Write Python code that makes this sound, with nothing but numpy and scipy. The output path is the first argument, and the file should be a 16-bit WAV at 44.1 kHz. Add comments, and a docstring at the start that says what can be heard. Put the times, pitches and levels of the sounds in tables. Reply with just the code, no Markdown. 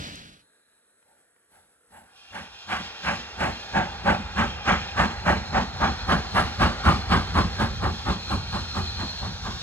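"""At first a nearer train's roar, off to the right, fades out within half a second, its bass first.
Faint meadow air, a dying thin band near 4 kHz and small ticks remain. From 1 s a steam engine works hard
up the line towards two microphone ports: each exhaust beat is shaped noise, turbulent steam that rings
smokebox and chimney and echoes off the trees. Beats quicken, swell and later weaken; between them
leaking steam hisses and whistles and the coaches rumble."""
import sys
import numpy as np
from scipy import signal
from scipy.fft import irfft, next_fast_len
from scipy.io import wavfile
from scipy.ndimage import uniform_filter1d

SR = 44100
rng = np.random.default_rng(int(sys.argv[2]) if len(sys.argv) > 2 else 0)


def unload_wav(signal):
    """Save mono or channel-first audio to the path in sys.argv[1] as 16-bit WAV at rate SR, clipped to [-1, 1]."""
    wavfile.write(
        sys.argv[1],
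        SR,
        np.round(np.clip(np.atleast_2d(signal).T, -1, 1) * 32767).astype(np.int16),
    )


N = 424276
SIZE = next_fast_len(N)
FREQ_HZ, TIME_S = np.fft.rfftfreq(SIZE, 1 / SR), np.arange(N) / SR

# exhaust beats: peak t/s, strength level/dB, brightness/dB, fizz level/dB
BEATS = [(1.104, -68, -6, -71), (1.562, -61, -2, -62), (1.968, -51, -5, -56), (2.375, -41.5, 2.5, -57),
         (2.738, -33, 5.5, -52), (3.09, -30.5, 4, -53.5), (3.438, -26.5, -1, -50), (3.78, -24.5, -3, -57.5),
         (4.097, -22.5, -3, -51), (4.405, -25, 0, -52), (4.707, -25.5, 5, -51.5), (5.009, -24.5, 3.5, -48),
         (5.297, -23, -0.2, -48.5), (5.573, -24.5, -0.5, -56), (5.842, -24.5, -0.5, -55),
         (6.121, -23.5, 0.5, -48), (6.384, -24, 3.5, -42), (6.633, -23, 3, -45.5), (6.883, -22, 1, -44),
         (7.138, -23.5, 2.5, -46), (7.382, -24, 0.3, -47.5), (7.621, -26.5, -0.5, -48),
         (7.853, -26, -5, -54.5), (8.09, -28, -2.5, -54), (8.329, -30.5, -2.5, -50),
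         (8.556, -34, 0.7, -53.5), (8.781, -33.5, -1, -54), (9.015, -38.5, 2, -58), (9.245, -37.5, -2, -62),
         (9.474, -38.5, 2.5, -60)]
# resonances of the blast: f/Hz, width/Hz, level/dB
BOOM_MODES = [(61, 12.5, -1), (80.5, 38, 2.5)]
SMOKEBOX_MODES = [(185.9, 61.6, 1), (235.5, 23, -3.5), (343.4, 116, -9)]
LOW_CHIMNEY_MODES = [(581.4, 57.5, -4.5), (790, 120, -1.5), (900, 33, -6)]
MID_CHIMNEY_MODES = [(1205, 260, -3.5), (1063, 83, -4)]
HIGH_CHIMNEY_MODES = [(1573, 240, -3), (1970, 580, -10)]
RASP_MODES = [(2120, 860, 7.5), (2840, 710, 10), (3470, 420, 0)]
# steam jet and fizz spectra: f/Hz, level/dB
JET_SPECTRUM = [(3300, 8), (4200, 9.5), (5500, 4), (6500, -0.5), (7900, -7.5)]
FIZZ_SPECTRUM = [(7600, 6), (8200, 4), (10000, 4), (12000, -4.5), (14000, -13), (15800, -24)]
# rows: low chimney, boom, smokebox, mid chimney, high chimney, rasp, jet
# usual-beat level/dB, slope on strength/(dB/dB), slope on brightness/(dB/dB), drift/(dB/s)
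PART_LEVELS = [(-24, 1, -0.07, -0.18), (-30, 0.95, 0.25, 2.5), (-26.5, 1.09, 0.24, 1.21),
               (-24.5, 1.12, 0.77, 1.24), (-24.5, 1.06, 0.75, -0.14), (-29.5, 1.07, 0.95, -0.67),
               (-39, 0.7, 0.78, 0.27)]
# same rows, then fizz: lag/s, rise/s, fall/s, echo level/dB, echo t60/s (limited in beats()), flutter/dB
# rise, fall and t60 are for the usual gap between beats
PART_SHAPES = [(0.001, 0.035, 0.046, -17, 1.2, 0.5), (0.01, 0.059, 0.073, -17.5, 2.4, -0.5),
               (0.012, 0.047, 0.06, -20.5, 1.2, 2), (0.001, 0.036, 0.047, -18, 0.7, 0),
               (0.001, .034, 0.042, -15.5, 0.57, 0), (0.001, .036, .055, -10, 1.2, 1.5),
               (0.001, 0.047, 0.076, -7.5, 1.03, 1.5), (0.001, 0.041, 0.055, -17, 0.91, 1)]
# dip from the chimney's ground echo, lower as the engine nears: t/s, f/Hz
GROUND_NOTCH = [(1, 4900), (4.7, 3900), (6.5, 2290), (9.62, 1900)]
# steam leaking from the cylinders: t/s, hiss level/dB, pipe tone level/dB, high whistle level/dB
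LEAK_LEVELS = [(1.9, -105.5, -101, -101), (2.18, -58, -56.5, -75), (2.87, -44, -43.5, -57),
               (4.09, -47, -48.5, -53), (4.7, -45.5, -40.5, -53), (5.38, -46, -56, -46),
               (6.52, -42, -48, -46), (7.68, -42, -50, -49), (8.2, -41.5, -45.5, -43.5),
               (8.97, -40, -47.5, -36.5), (9.3, -42.5, -54, -44), (9.62, -38.5, -52, -63.5)]
# leak hiss spectrum: f/Hz, level/dB
LEAK_HISS_SPECTRUM = [(1500, -37), (2300, -16), (3500, 1), (5500, -4), (7000, -15.5), (9000, -27),
                      (12000, -30), (15800, -54)]
# leak resonances: f/Hz, width/Hz, level/dB
LEAK_TONE_MODES = [(2460, 140, -3.5), (2500, 60, 0), (2770, 48, 2), (3188, 51, 3), (3560, 130, -3),
                   (5300, 110, -5.5), (5230, 81, -20)]
WHISTLE_MODES = [(4190, 190, 0)]
# wheels and motion: t/s, rumble level/dB, clatter level/dB
ROLLING_LEVELS = [(1.9, -82, -67), (2.52, -69, -53), (2.87, -63, -45), (3.96, -42.5, -42), (5.49, -40, -40),
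                  (7.42, -36.5, -38), (7.9, -39.5, -42), (9.62, -40.5, -44.5)]
# rumble and clatter spectra: f/Hz, level/dB
RUMBLE_SPECTRUM = [(30, -40), (50, 7.5), (80, 8), (120, 0.5), (200, -5.5), (300, -22), (400, -63.5)]
CLATTER_SPECTRUM = [(200, -13), (400, -3.5), (650, -3.5), (740, 1.5), (800, 8), (900, -2), (1100, -1),
                    (1450, 1), (2000, -5), (2600, -8.5)]
# nearer train: t/s, roar level/dB, bass level/dB
PASSING_LEVELS = [(0.0, -37, -36), (0.064, -39, -44.5), (0.17, -43.5, -48), (0.338, -53.5, -56),
                  (0.404, -61, -69), (0.47, -90, -83)]
# its spectra: f/Hz, level/dB
PASSING_ROAR_SPECTRUM = [(300, -13), (550, -8.5), (900, -14), (1400, -7.5), (2000, -10), (2800, -8),
                         (4000, -6.5), (5500, -15), (7000, -20.5), (11000, -31.5), (15800, -42)]
PASSING_BASS_SPECTRUM = [(25, -7), (80, -2), (170, 0), (300, -5.5), (450, -39)]
# quiet meadow spectrum: f/Hz, level/dB
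MEADOW_SPECTRUM = [(40, -9), (200, -4.5), (500, 2), (1000, -7.5), (1500, 3), (2300, -9.5), (5000, -14.5),
                   (7700, -13.5), (8100, 2.5), (10000, -3.5), (12000, -17), (14000, -41)]
# its level: t/s, level/dB
MEADOW_LEVELS = [(.4, -65), (1, -66), (1.4, -66), (1.6, -65), (1.9, -64.5), (2.2, -64.5), (2.7, -72)]
# faint thin band: f/Hz, width/Hz, level/dB
THIN_MODES = [(3930, 300, 0)]
# its level: t/s, level/dB
THIN_LEVELS = [(0, -68), (.7, -74.5), (1.1, -84), (1.5, -100)]
# ticks: t/s, level/dB, f/Hz, width/Hz (lower band edge at least 50 Hz)
TICKS = [(.154, -41, 5500, 5990), (1.025, -61, 1195, 1600), (1.361, -59, 900, 1380)]
# surfaces close to the ports: delay/s, share/(0-1)
NEAR_BOUNCES = [(.00122, 0.06), (.00217, 0.07), (.00433, .14)]
# stereo phase, left ahead of right: f/Hz, phase/rad; chosen by band, stepped above 7 kHz
STEREO_PHASE = [(0, -.4), (300, -.45), (440, -.2), (520, .8), (700, 1.4), (1100, .9), (1700, 1),
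                (2300, 1.7), (3200, 2), (4200, 2), (5500, 2.9), (7300, 0), (8700, -3.14), (9500, -3.14),
                (10400, -6.28), (11700, -6.28), (12500, -9.42), (14000, -9.42), (14600, -12.57),
                (16400, -12.57)]
# stereo likeness of left and right: f/Hz, likeness/(0-1); chosen by band
STEREO_LIKENESS = [(50, .99), (300, .96), (600, .8), (900, .95), (1900, .94), (2400, .78), (3500, .78),
                   (5300, .85), (6800, .5), (8500, .999), (9400, .999), (10000, .55), (10500, .999),
                   (11700, .999), (12200, .4), (12600, .999), (13900, .999), (14300, .4), (14700, .999)]
# stereo balance: f/Hz, left minus right level/dB
STEREO_BALANCE = [(60, -.3), (280, 0), (450, -4), (600, -5), (720, 0), (1400, 0), (1900, -4.5), (2400, -.6),
                  (4300, 1), (6200, -4), (7200, 2.5), (9000, 0)]

USUAL_STRENGTH_DB, USUAL_TIME_S, USUAL_GAP_S = -25, 5, 0.29
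STRETCH_POWER = 0.72  # beat length follows the gap between beats to this power
GROUND_SHARE = 0.27
PASSING_LEFT_LAG_S = 0.000378
STREAK_RMS_DB = 1.6
LOW_EDGE_HZ, HIGH_EDGE_HZ = 42, 16000
UP_LINE, OFF_RIGHT = "up the line", "off to the right"
STEREO_GAINS = {}  # by direction, computed once


def beats():
    """Each part swells with the blast, falls as the cylinder empties and hangs on as echo."""
    part_modes = (LOW_CHIMNEY_MODES, BOOM_MODES, SMOKEBOX_MODES, MID_CHIMNEY_MODES,
                  HIGH_CHIMNEY_MODES, RASP_MODES)
    spectra = [modes(rows) for rows in part_modes]
    spectra += [colour(JET_SPECTRUM), colour(FIZZ_SPECTRUM)]
    flutter = wander(top_hz=70)
    out = np.zeros((2, N))
    times_s, strength_db, bright_db, fizz_db = np.transpose(BEATS)
    stretches = (np.gradient(times_s) / USUAL_GAP_S) ** STRETCH_POWER

    levels = []
    for usual_db, by_strength, by_bright, drift_db_per_s in PART_LEVELS:
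        level_db = usual_db + by_strength * (strength_db - USUAL_STRENGTH_DB)
        level_db = level_db + by_bright * bright_db
        levels.append(level_db + drift_db_per_s * (times_s - USUAL_TIME_S))
    levels.append(fizz_db)

    for gain, shape, levels_db in zip(spectra, PART_SHAPES, levels):
        lag_s, rise_s, fall_s, echo_db, t60_s, flutter_db = shape
        t60_s = np.clip(t60_s, 0.3, 2.0)
        power = np.zeros(N)
        for peak_s, level_db, stretch in zip(times_s, levels_db, stretches):
            span = slice(int((peak_s - 0.15) * SR), int((peak_s + 0.6) * SR))
            t = (TIME_S[span] - peak_s - lag_s) / stretch
            rise = (abs(t) / rise_s) ** 2.52
            fall = (abs(t) / fall_s) ** 1.21
            blast = np.exp(-2 * np.where(t < 0, rise, fall))
            onset = 1 / (1 + np.exp(-t / 0.0053))
            echo = gain_of(2 * echo_db - 120 * t / t60_s) * onset  # doubled dB: power
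            power[span] += gain_of(2 * level_db) * (blast + echo)
        # one shared random flutter; each part has its own depth, none for mid chimney, reversed for boom
        out += noise(gain) * np.sqrt(power) * gain_of(flutter_db * flutter)
    return out


def ground_echo(x):
    """Adds the bounce off the meadow, half a period of the notch frequency late."""
    notch_hz = np.interp(TIME_S, *np.transpose(GROUND_NOTCH))
    sample = np.arange(N)
    late = sample - SR / (2 * notch_hz)
    bounce = np.array([np.interp(late, sample, channel) for channel in x])
    return (x + GROUND_SHARE * bounce) / (1 + GROUND_SHARE)


def leak():
    """Leaking steam: hiss, fuzzy pipe tones and a whistle with its own level, under shared gusts."""
    gusts_db = 1.2 * wander(top_hz=12)
    hiss = noise(colour(LEAK_HISS_SPECTRUM)) * gain_of(curve(LEAK_LEVELS) + gusts_db)
    tones = noise(modes(LEAK_TONE_MODES)) * gain_of(curve(LEAK_LEVELS, column=2) + gusts_db)
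    whistle = noise(modes(WHISTLE_MODES)) * gain_of(curve(LEAK_LEVELS, column=3) + gusts_db)
    return hiss + tones + whistle


def rolling():
    """Lumpy low noise for the coaches, steadier mid-band noise for the clatter of the motion."""
    rumble_db = curve(ROLLING_LEVELS) + 2.7 * wander(top_hz=4.8)
    rumble = noise(colour(RUMBLE_SPECTRUM)) * gain_of(rumble_db)
    clatter_db = curve(ROLLING_LEVELS, column=2) + 0.66 * wander(top_hz=18)
    clatter = noise(colour(CLATTER_SPECTRUM)) * gain_of(clatter_db)
    return rumble + clatter


def passing():
    """A nearer train as fading roar and bass noise, later at the left port."""
    t_s, roar_db, bass_db = np.transpose(PASSING_LEVELS)
    roar_now_db = np.interp(TIME_S, t_s, roar_db, right=-140) + 0.89 * wander(top_hz=40)
    bass_now_db = np.interp(TIME_S, t_s, bass_db, right=-140)
    roar = noise(colour(PASSING_ROAR_SPECTRUM), OFF_RIGHT) * gain_of(roar_now_db)
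    bass = noise(colour(PASSING_BASS_SPECTRUM), OFF_RIGHT) * gain_of(bass_now_db)
    return roar + bass


def meadow():
    """Faint air noise, a thin band near 4 kHz that dies away, and ticks of windowed band noise."""
    air_db = np.interp(TIME_S, *np.transpose(MEADOW_LEVELS)) + 1.0 * wander(top_hz=10)
    out = noise(colour(MEADOW_SPECTRUM)) * gain_of(air_db)
    out += noise(modes(THIN_MODES)) * gain_of(curve(THIN_LEVELS))
    length = 300  # samples
    for t_s, level_db, hz, width_hz in TICKS:
        edges_hz = [max(hz - width_hz / 2, 50), hz + width_hz / 2]
        band = signal.butter(2, edges_hz, "bandpass", fs=SR)
        burst = evened(signal.lfilter(*band, rng.standard_normal((2, length))))
        start = round(t_s * SR)
        out[:, start:start + length] += gain_of(level_db) * burst * np.hanning(length)
    return out


def shifting_air(x):
    """Warm air over the long path briefly lifts and dims narrow streaks; the bass is spared."""
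    hz, _, z = signal.stft(x, SR, nperseg=1024)
    streaks = uniform_filter1d(rng.standard_normal(z.shape[1:]), size=3, axis=0)  # over frequency
    streaks = uniform_filter1d(streaks, size=20, axis=1)  # over time
    depth_db = STREAK_RMS_DB * np.clip(hz / 800, 0, 1)[:, None]  # full from 800 Hz up
    return signal.istft(z * gain_of(depth_db * evened(streaks)), SR, nperseg=1024)[1][:, :N]


def near_echoes(x):
    """Single bounces off close surfaces ripple the spectrum."""
    taps = np.zeros(256)
    taps[0] = 1
    for delay_s, share in NEAR_BOUNCES:
        taps += share * np.sinc(np.arange(len(taps)) - delay_s * SR)  # fractional delay
    return signal.oaconvolve(x, taps[None])[:, :N]


def stereo_gains(where):
    """Spectral gains: shared noise to left, shared to right, unrelated noise to right."""
    if where not in STEREO_GAINS:
        if where == UP_LINE:
            phase_rad = np.interp(FREQ_HZ, *np.transpose(STEREO_PHASE))
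        else:
            phase_rad = -2 * np.pi * FREQ_HZ * PASSING_LEFT_LAG_S
        alike = read(STEREO_LIKENESS)
        side = gain_of(read(STEREO_BALANCE) / 2)  # half the difference on each channel
        shared_right = alike * np.exp(-1j * phase_rad) / side
        STEREO_GAINS[where] = side, shared_right, np.sqrt(1 - alike ** 2) / side
    return STEREO_GAINS[where]


def noise(gain, where=UP_LINE):
    """Steady stereo noise of the given spectrum, rms 1 over the pair."""
    shared, other = rng.standard_normal((2, 2 * len(FREQ_HZ)), np.float32).view(np.complex64)
    left, right, apart = stereo_gains(where)
    pair = np.array([shared * left, shared * right + other * apart])
    return evened(irfft(gain * pair, SIZE)[:, :N])


def wander(top_hz):
    """Slow random curve of rms 1; its spectrum falls as a Gaussian, to 1/e at top_hz."""
    steps = N // 64 + 1
    z = rng.standard_normal((steps // 2 + 1, 2)) @ [1, 1j]
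    hz = np.arange(len(z)) * SR / N
    slow = irfft(z * np.exp(-(hz / top_hz) ** 2), steps)
    return np.interp(TIME_S, np.linspace(0, TIME_S[-1], steps), evened(slow))


def modes(rows):
    """Spectral gain of resonances whose powers add."""
    power = 0
    for hz, width_hz, level_db in rows:
        offset = 2 * (FREQ_HZ - hz) / width_hz
        power = power + (gain_of(level_db) / (1 + offset ** 2 / 2)) ** 2
    return np.sqrt(power)


def colour(points):
    """Spectral gain from a dB table, silent outside it."""
    inside = (FREQ_HZ > points[0][0]) * (FREQ_HZ < points[-1][0])
    return gain_of(read(points)) * inside


def read(points):
    """Table over frequency, interpolated on a log axis."""
    hz, value = np.transpose(points)
    return np.interp(np.log(FREQ_HZ + 1), np.log(hz + 1), value)


def curve(rows, column=1):
    """One column of a time table in dB, -140 dB before it starts."""
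    rows = np.array(rows)
    return np.interp(TIME_S, rows[:, 0], rows[:, column], left=-140)


def gain_of(db):
    """Decibels to amplitude gain."""
    return 10 ** (np.asarray(db) / 20)


def evened(x):
    """Scales to rms 1."""
    return x / np.sqrt(np.mean(x ** 2) + 1e-20)


def scene():
    """All sources at the ports; the nearer train skips the long air path and the near echoes."""
    far = ground_echo(beats()) + leak() + rolling() + meadow()
    return near_echoes(shifting_air(far)) + passing()


def record(dry):
    """The small microphones lose the deepest bass; then the band limit."""
    highpass = signal.butter(3, LOW_EDGE_HZ, "highpass", fs=SR, output="sos")
    thinned = signal.sosfilt(highpass, dry)
    lowpass = signal.firwin(511, HIGH_EDGE_HZ, window=("kaiser", 9), fs=SR)
    return signal.oaconvolve(thinned, lowpass[None], "same")


dry = scene()
out = record(dry)
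unload_wav(out)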